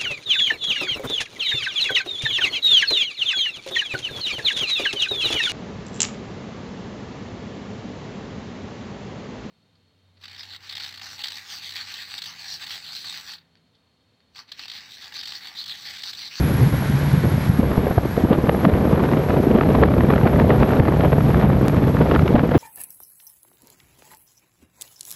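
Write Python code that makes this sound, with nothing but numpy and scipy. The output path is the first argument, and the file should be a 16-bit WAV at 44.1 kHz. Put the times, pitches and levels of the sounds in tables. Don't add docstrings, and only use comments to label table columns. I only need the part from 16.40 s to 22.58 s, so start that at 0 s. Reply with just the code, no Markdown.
import sys
import numpy as np
from scipy import signal
from scipy.fft import rfft, irfft
from scipy.io import wavfile
from scipy.ndimage import uniform_filter1d, minimum_filter1d

SR = 44100
rng = np.random.default_rng(int(sys.argv[2]) if len(sys.argv) > 2 else 0)


def pcm_store(signal):
    levels = np.round(np.clip(np.atleast_2d(signal), -1, 1) * 32767)
    wavfile.write(sys.argv[1], SR, levels.astype(np.int16).T)


def volts_from_decibels(level):
    exponent = np.asarray(level, float) / 20
    return 10 ** exponent


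N = 272538
SHAFT_HZ, BLADES = 23.3, 6


def evened(x):
    return x / np.sqrt(np.mean(x ** 2) + 1e-20)


def curve(rows, column):
    rows = np.array(rows)
    return np.interp(np.arange(N) / SR, rows[:, 0], rows[:, column])


def colour(x, points):
    point_hz, point_db = np.transpose(points)
    hz = np.fft.rfftfreq(len(x), 1 / SR)
    gain_db = np.interp(np.log(hz + 1), np.log(point_hz + 1), point_db, -120, -120)
    return evened(irfft(rfft(x) * volts_from_decibels(gain_db), len(x)))


def lumps(hz):
    lowpass = signal.butter(2, hz, fs=SR, output="sos")
    return evened(signal.sosfilt(lowpass, rng.standard_normal(N)))


def add(mix, s, sound):
    start = max(round(s * SR) - len(sound) // 2, 0)
    part = mix[start:][:len(sound)]
    part += sound[:len(part)]


def each_turn(memory):
    period = round(SR / SHAFT_HZ)
    fresh = rng.standard_normal((N // period + 30, period))
    turns = signal.lfilter([1], [1, -memory], fresh, axis=0)
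    return evened(turns.ravel()[-N:])


def resonate(x, hz, width_hz):
    carrier = np.exp(2j * np.pi * np.cumsum(hz) / SR)
    r = np.exp(-np.pi * width_hz / SR)
    return 2 * (carrier * signal.lfilter([1 - r], [1, -r], x / carrier)).real


def held(level_db, fall_db_per_s):
    climb = np.arange(N) * fall_db_per_s / SR
    return np.maximum.accumulate(level_db + climb) - climb


# pitch_hz [Hz], level_db [dB]
DRIVE_LINES = [(3956, -72), (4020, -72), (4222, -73), (4565, -75), (4820, -75), (5326, -73), (5624, -73),
               (5693, -74), (6087, -74), (6215, -76), (6505, -78.5), (7603, -79.5)]


def tones():
    t = np.arange(N) / SR
    out = np.zeros(N)
    for hz, db in DRIVE_LINES:
        level = volts_from_decibels(db + 3 + 1.4 * lumps(2.7))
        out += level * np.sin(2 * np.pi * (hz * t + rng.random()))
    return out


# time_s [s], level_db [dB]
HUM_LEVEL = [(0.0, -9), (0.12, -18.5), (0.27, -7), (0.41, -18), (0.76, -12), (0.89, -44), (1.05, -34),
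             (1.69, -36), (2.31, -42), (3.51, -41), (4.23, -14), (4.54, -30), (4.82, -13.5), (6.11, -31),
             (6.18, -31)]


def hum():
    turns = np.cumsum(BLADES * SHAFT_HZ + 9.03 * lumps(20.7)) / SR
    level_db = curve(HUM_LEVEL, 1) - 8.5 + 3.5 * lumps(14)
    return np.sqrt(2) * np.sin(2 * np.pi * turns) * volts_from_decibels(level_db)


# pitch_hz [Hz], density_db [dB per Hz]
RUSH_COLOUR = [(200, -0.5), (300, -13.5), (600, -16.5), (900, -12.5), (1250, -17.5), (1500, -13.5),
               (2300, -19), (2800, -25.5), (3200, -24.5), (4000, -26), (6000, -32.5), (10300, -41),
               (12300, -45), (13500, -50), (15700, -50)]


def rush():
    air = colour(rng.standard_normal(N), RUSH_COLOUR)
    hz = np.fft.rfftfreq(N, 1 / SR)
    power = np.abs(rfft(air)) ** 2
    treble = (hz > 6000) & (hz < 10000)
    share = np.sqrt(power[treble].sum() / power.sum())
    return air / share * volts_from_decibels(-59 + 0.76 * lumps(22))


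# pitch_hz [Hz], density_db [dB per Hz]
SHELL_COLOUR = [(10400, -27), (10900, -17), (11150, -6), (11400, 0), (11650, -4), (12000, -9),
                (12200, -14.5), (12500, -18.5), (12750, -36)]
# time_s [s], steadiness [0-1]
HAND_STEADY = [(0, 0), (1.2, 0.1), (2.2, 1), (6.18, 0.55)]
# time_s [s], pitch_hz [Hz]
GRILLE_PITCH = [(0, 11260), (1.2, 11320), (1.7, 11480), (2.3, 11300), (2.8, 11400), (3.2, 11420),
                (6.18, 11440)]
# time_s [s], level_db [dB]
GRILLE_OPENING = [(0, 8), (.5, 5), (1.2, 4), (1.7, 1.5), (2.3, 3.5), (2.8, -0.8), (3.2, 1), (3.8, 1.5),
                  (4.6, 1.5), (5.4, -1), (6.18, -1)]


def whine():
    steady = curve(HAND_STEADY, 1)
    repeating = np.sqrt(steady) * each_turn(.62)
    scrape = repeating + np.sqrt(1 - steady) * rng.standard_normal(N)
    rough = each_turn(.98)
    spots = evened(uniform_filter1d(uniform_filter1d(rough, size=50), size=50))
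    patches = evened(uniform_filter1d(uniform_filter1d(rough, size=350), size=350))
    angle = 2 * np.pi * SHAFT_HZ * np.arange(N) / SR
    wobble_hz = steady * (150 * np.sin(angle) + 90 * np.sin(2 * angle + 1))
    ring = colour(scrape, SHELL_COLOUR)
    favoured = resonate(ring, curve(GRILLE_PITCH, 1) + wobble_hz, 150)
    ring = ring + volts_from_decibels(4) * evened(favoured)
    load_db = .8 * spots + .6 * patches + 1.4 * np.cos(BLADES * angle)
    return evened(ring * volts_from_decibels(load_db)) * volts_from_decibels(-50 + curve(GRILLE_OPENING, 1))


# time_s [s], level_db [dB], length_s [s]
RUSTLES = [
    (1.158, -62, .01),
    (1.193, -46, 0.013),
]
# time_s [s], level_db [dB]
STEPS = [
    (5.2828, -20.5),
    (6.1774, -39),
]


def handling():
    out = np.zeros(N)
    for s, db, length_s in RUSTLES:
        window = signal.windows.hann(round(2 * length_s * SR))
        add(out, s, volts_from_decibels(db) * window * np.diff(rng.standard_normal(len(window) + 1)))
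    for s, db in STEPS:
        t = np.arange(-200, 200) / SR
        add(out, s, volts_from_decibels(db + 13) * (t >= 0) * np.exp(-np.abs(t) / .0009))
    return out


# time_s [s], strength_db [dB], large_eddy_excess_db [dB]
JET_PATH = [(0, -32.5, 18.5), (.79, -31.5, 8.5), (.85, -28.5, 14), (1.15, -34, 13), (1.2, -27, 11),
            (1.5, -22.5, -4), (1.72, -32, 10.5), (1.8, -22.5, 0), (2.06, -22, 0.5), (2.26, -19, -2),
            (2.9, -19, 0.5), (3.11, -16.5, -2), (3.6, -19.5, 5.5), (4.2, -20, 3.5), (5.1, -21, 6.5),
            (5.76, -19.5, 5), (6.0, -23, 4), (6.18, -22, 0)]


def jet_db():
    return curve(JET_PATH, 1) + 20


# pitch_hz [Hz], density_db [dB per Hz]
RUMBLE_COLOUR = [(12, -57), (20, -37), (56, -3), (75, 1.5), (107, -3), (139, 2), (600, -24.5), (780, -55),
                 (1320, -120)]
ROAR_COLOUR = [(100, -7), (220, 0.5), (320, -2), (500, -4.5), (750, -12), (1300, -28)]
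FLUTTER_COLOUR = [(400, 0), (750, -3), (1200, -5.5), (2000, -13.5), (3500, -23), (6000, -45)]
# time_s [s], swell_db [dB], length_s [s]
CLUSTERS = [(1.34, 2, 0.33), (1.94, 5.5, .06), (2.35, 2.5, 0.037), (2.452, 4, 0.043), (2.533, 7.5, 0.038),
            (2.728, 3, 0.038), (3.207, -2, 0.026), (4.176, 5, 0.3), (4.332, 6, .03), (4.486, 6, 0.021),
            (4.65, 5.5, 0.027), (4.717, -7, .025), (4.948, 0, 0.025), (5.004, 7, .03), (5.038, 6, 0.036),
            (5.609, 6, 0.075), (5.957, 10, 0.052), (6.036, 7.5, 0.021), (6.116, 4, 0.035),
            (6.152, 10.5, 0.042)]


def wind():
    gusts, flicker = lumps(29), lumps(67)
    crackle = np.clip(lumps(350) - .8, 0, 1.6)
    jet, swell = jet_db(), np.zeros(N)
    for s, db, _ in SNAP_EVENTS:
        add(swell, s, .5 * max(db + 26, 0) * signal.windows.hann(round(.04 * SR)))
    for s, db, length_s in CLUSTERS:
        add(swell, s, db * signal.windows.hann(round(length_s * SR)))
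    # spectrum, level, then swing in dB by gust, flicker and crackle
    layers = [(RUMBLE_COLOUR, -22 + jet + curve(JET_PATH, 2), 1.2, .3, .1),
              (ROAR_COLOUR, -20.5 + 1.05 * jet + 0.9 * swell, 1.5, 2.8, 1.2),
              (FLUTTER_COLOUR, -32 + 0.47 * jet + swell, 1.2, 2.3, 4.8)]
    out = np.zeros(N)
    for shape, level_db, gust_db, flicker_db, crackle_db in layers:
        swing_db = gust_db * gusts + flicker_db * flicker + crackle_db * crackle
        eddies = colour(rng.standard_normal(N), shape) * volts_from_decibels(swing_db)
        out += evened(eddies) * volts_from_decibels(level_db)
    return out


# start_s [s], level_db [dB], pitch_hz [Hz]
THUMP_EVENTS = [(0.267, -2, 144), (0.497, -6, 188), (.673, -5, 140), (.734, -5, 140), (0.775, -2.5, 148),
                (0.94, -6.5, 130), (1.094, 3.5, 141), (1.192, 4, 214), (1.31, -7, 104), (1.575, -1.5, 102),
                (1.837, 0.5, 232), (1.907, 1.5, 211), (2.084, -4, 164), (2.268, 4, 200), (2.328, -4.5, 82),
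                (2.53, -1.5, 159), (2.999, -5, 312), (3.07, 1, 326), (3.597, -2, 218), (3.838, -0.5, 147),
                (4.198, -6, 136), (4.4, -9, 109), (4.822, -4, 133), (5.039, 5, 192), (5.545, -6, 137),
                (5.6, -.5, 145), (5.829, 0.5, 145), (5.943, -14, 261), (6.027, -25, 306), (6.161, -5, 110)]


def thumps():
    out = np.zeros(N)
    for s, db, hz in THUMP_EVENTS:
        window = signal.windows.hann(round(2.53 * SR / hz))
        t = np.arange(len(window)) / SR
        swings = np.cos(2 * np.pi * (hz * t + rng.random()))
        add(out, s + 0.772 / hz, volts_from_decibels(db - 3.5) * window * swings)
    return out


PLAIN_TREBLE_DB = -17


def strays():
    when, size = rng.random((90, 2)).T
    when = when * (N / SR - .02)
    db = -26.5 - 3.5 * np.log(1.08 - size) + 1.5 * jet_db()[(when * SR).astype(int)]
    return list(zip(when, db, np.full(len(db), PLAIN_TREBLE_DB)))


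def bursts(events, length_s, shape, trim_db):
    swings = colour(rng.standard_normal(N), shape)
    window = signal.windows.tukey(round(length_s * SR), .85)
    out = np.zeros(N)
    for s, db, hz in events:
        place = rng.random() * (N - SR) + np.arange(len(window)) * hz / 1000
        burst = np.interp(place, np.arange(N), swings)
        add(out, s + length_s / 2, volts_from_decibels(db + trim_db) * window * evened(burst))
    return out


# start_s [s], level_db [dB], pitch_hz [Hz]
PUFF_EVENTS = [(.229, -13, 505), (.835, -11, 448), (1.228, -6.5, 308), (1.376, -2, 308), (1.465, -9, 506),
               (1.506, -6.5, 382), (1.577, -3, 600), (1.65, -9.5, 460), (1.774, -4, 474),
               (1.846, -4.5, 274), (1.913, -7, 473), (1.981, -4, 373), (2.035, -5, 287), (2.091, -5, 585),
               (2.142, -8, 575), (2.575, -10, 526), (3.035, -15, 416), (3.211, -11, 544), (3.561, -5, 410),
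               (3.638, -7, 310), (3.855, -3.5, 560), (4.04, -9.5, 583), (4.398, 3, 320), (4.478, -18, 352),
               (4.517, -10, 480), (4.778, -4, 502), (5.208, -8.5, 473), (5.942, 5, 322), (6.031, -2.5, 313),
               (6.114, -8.5, 442)]
# start_s [s], level_db [dB], treble_share_db [dB]
SNAP_EVENTS = [(1.9275, -18.5, -15.5), (2.0906, -15.5, -14), (2.2476, -16, -13), (2.2917, -41, -23),
               (2.3336, -25, -9), (2.712, -24, -11), (2.7312, -23.5, -13), (2.904, -26, -15),
               (3.2221, -24.5, -21.5), (3.3468, -17, -14.5), (3.4319, -8, -18), (3.6997, -19, -19),
               (3.7334, -19, -21), (3.8703, -16.5, -18), (3.9953, -15.5, -13.5), (4.1016, -11.5, -19),
               (4.2278, -14.5, -16.5), (4.3314, -22.5, -24), (4.395, -20.5, -14), (4.4786, -23.5, -12.5),
               (4.5198, -23, -17.5), (4.6049, -21, -16.5), (4.6443, -21, -21.5), (4.7272, -15, -19.5),
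               (5.437, -21.5, -15.5), (5.7095, -16, -14.5), (5.7468, -17, -10), (5.7573, -15.5, -16),
               (5.8753, -21, -7), (5.9904, -18.5, -15)]


def puffs():
    dull_colour = [(250, 20), (550, 11), (1000, 15), (2000, -2), (4000, -13)]
    snap_colour = [(200, -26), (500, 6), (900, 0.5), (1700, -10), (3500, -31)]
    dull = bursts(PUFF_EVENTS, .011, dull_colour, -5.0)
    snaps = []
    for s, db, treble_db in SNAP_EVENTS + strays():
        hz = 1400 * volts_from_decibels(0.322 * (treble_db - PLAIN_TREBLE_DB))
        snaps.append((s + 0.000977, db, hz))
    return dull + bursts(snaps, 0.0066, snap_colour, 0.17)


def ducking(blows):
    power_db = 10 * np.log10(uniform_filter1d(blows ** 2, size=600).clip(1e-12))
    over_db = np.maximum(held(power_db, 32) + 13.5, 0)
    jet = np.minimum(uniform_filter1d(jet_db(), size=6000), -2)
    lean_db = held(jet, 9)
    quick = volts_from_decibels(-.64 * uniform_filter1d(over_db, size=200))
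    return quick, volts_from_decibels(-.64 * lean_db)


# pitch_hz [Hz], threshold_db [dB]
HIDDEN_BELOW = [(7000, -36), (9500, -26), (10450, -22.5), (11000, -30), (11950, -18), (12450, -21),
                (13500, -23), (16000, -26)]


def masked(x):
    hz, _, z = signal.stft(x, SR, nperseg=1024, noverlap=768)
    width = 4
    power = uniform_filter1d(np.abs(z[:512]) ** 2, size=7, axis=1)
    power = power.reshape(-1, width, z.shape[1]).mean(1)
    band_hz = hz[:512].reshape(-1, width).mean(1)
    shell = uniform_filter1d(power[(band_hz > 11100) & (band_hz < 11700)].mean(0), size=30)
    point_hz, point_db = np.transpose(HIDDEN_BELOW)
    threshold_db = np.interp(band_hz, point_hz, point_db, -200)
    keep = power > shell * volts_from_decibels(2 * threshold_db)[:, None]
    z[:512] *= np.repeat(keep, width, axis=0)
    return signal.istft(z, SR, nperseg=1024, noverlap=768)[1][:N]


def scene():
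    blows = wind() + thumps() + puffs()
    quick, slow = ducking(blows)
    fans = quick * (slow * rush() + whine() + tones()) + hum()
    return (fans + blows + handling())[None]


def low_pass(x):
    return signal.sosfilt(signal.butter(12, 15740, fs=SR, output="sos"), x)


def record(dry):
    room = np.minimum(.71 / (np.abs(dry) + 1e-9), 1)
    lowest = minimum_filter1d(room, size=81)
    gain = uniform_filter1d(uniform_filter1d(lowest, size=41), size=41)
    mix = masked((dry * gain)[0])[None]
    return low_pass(mix)


dry = scene()
out = record(dry)
pcm_store(out)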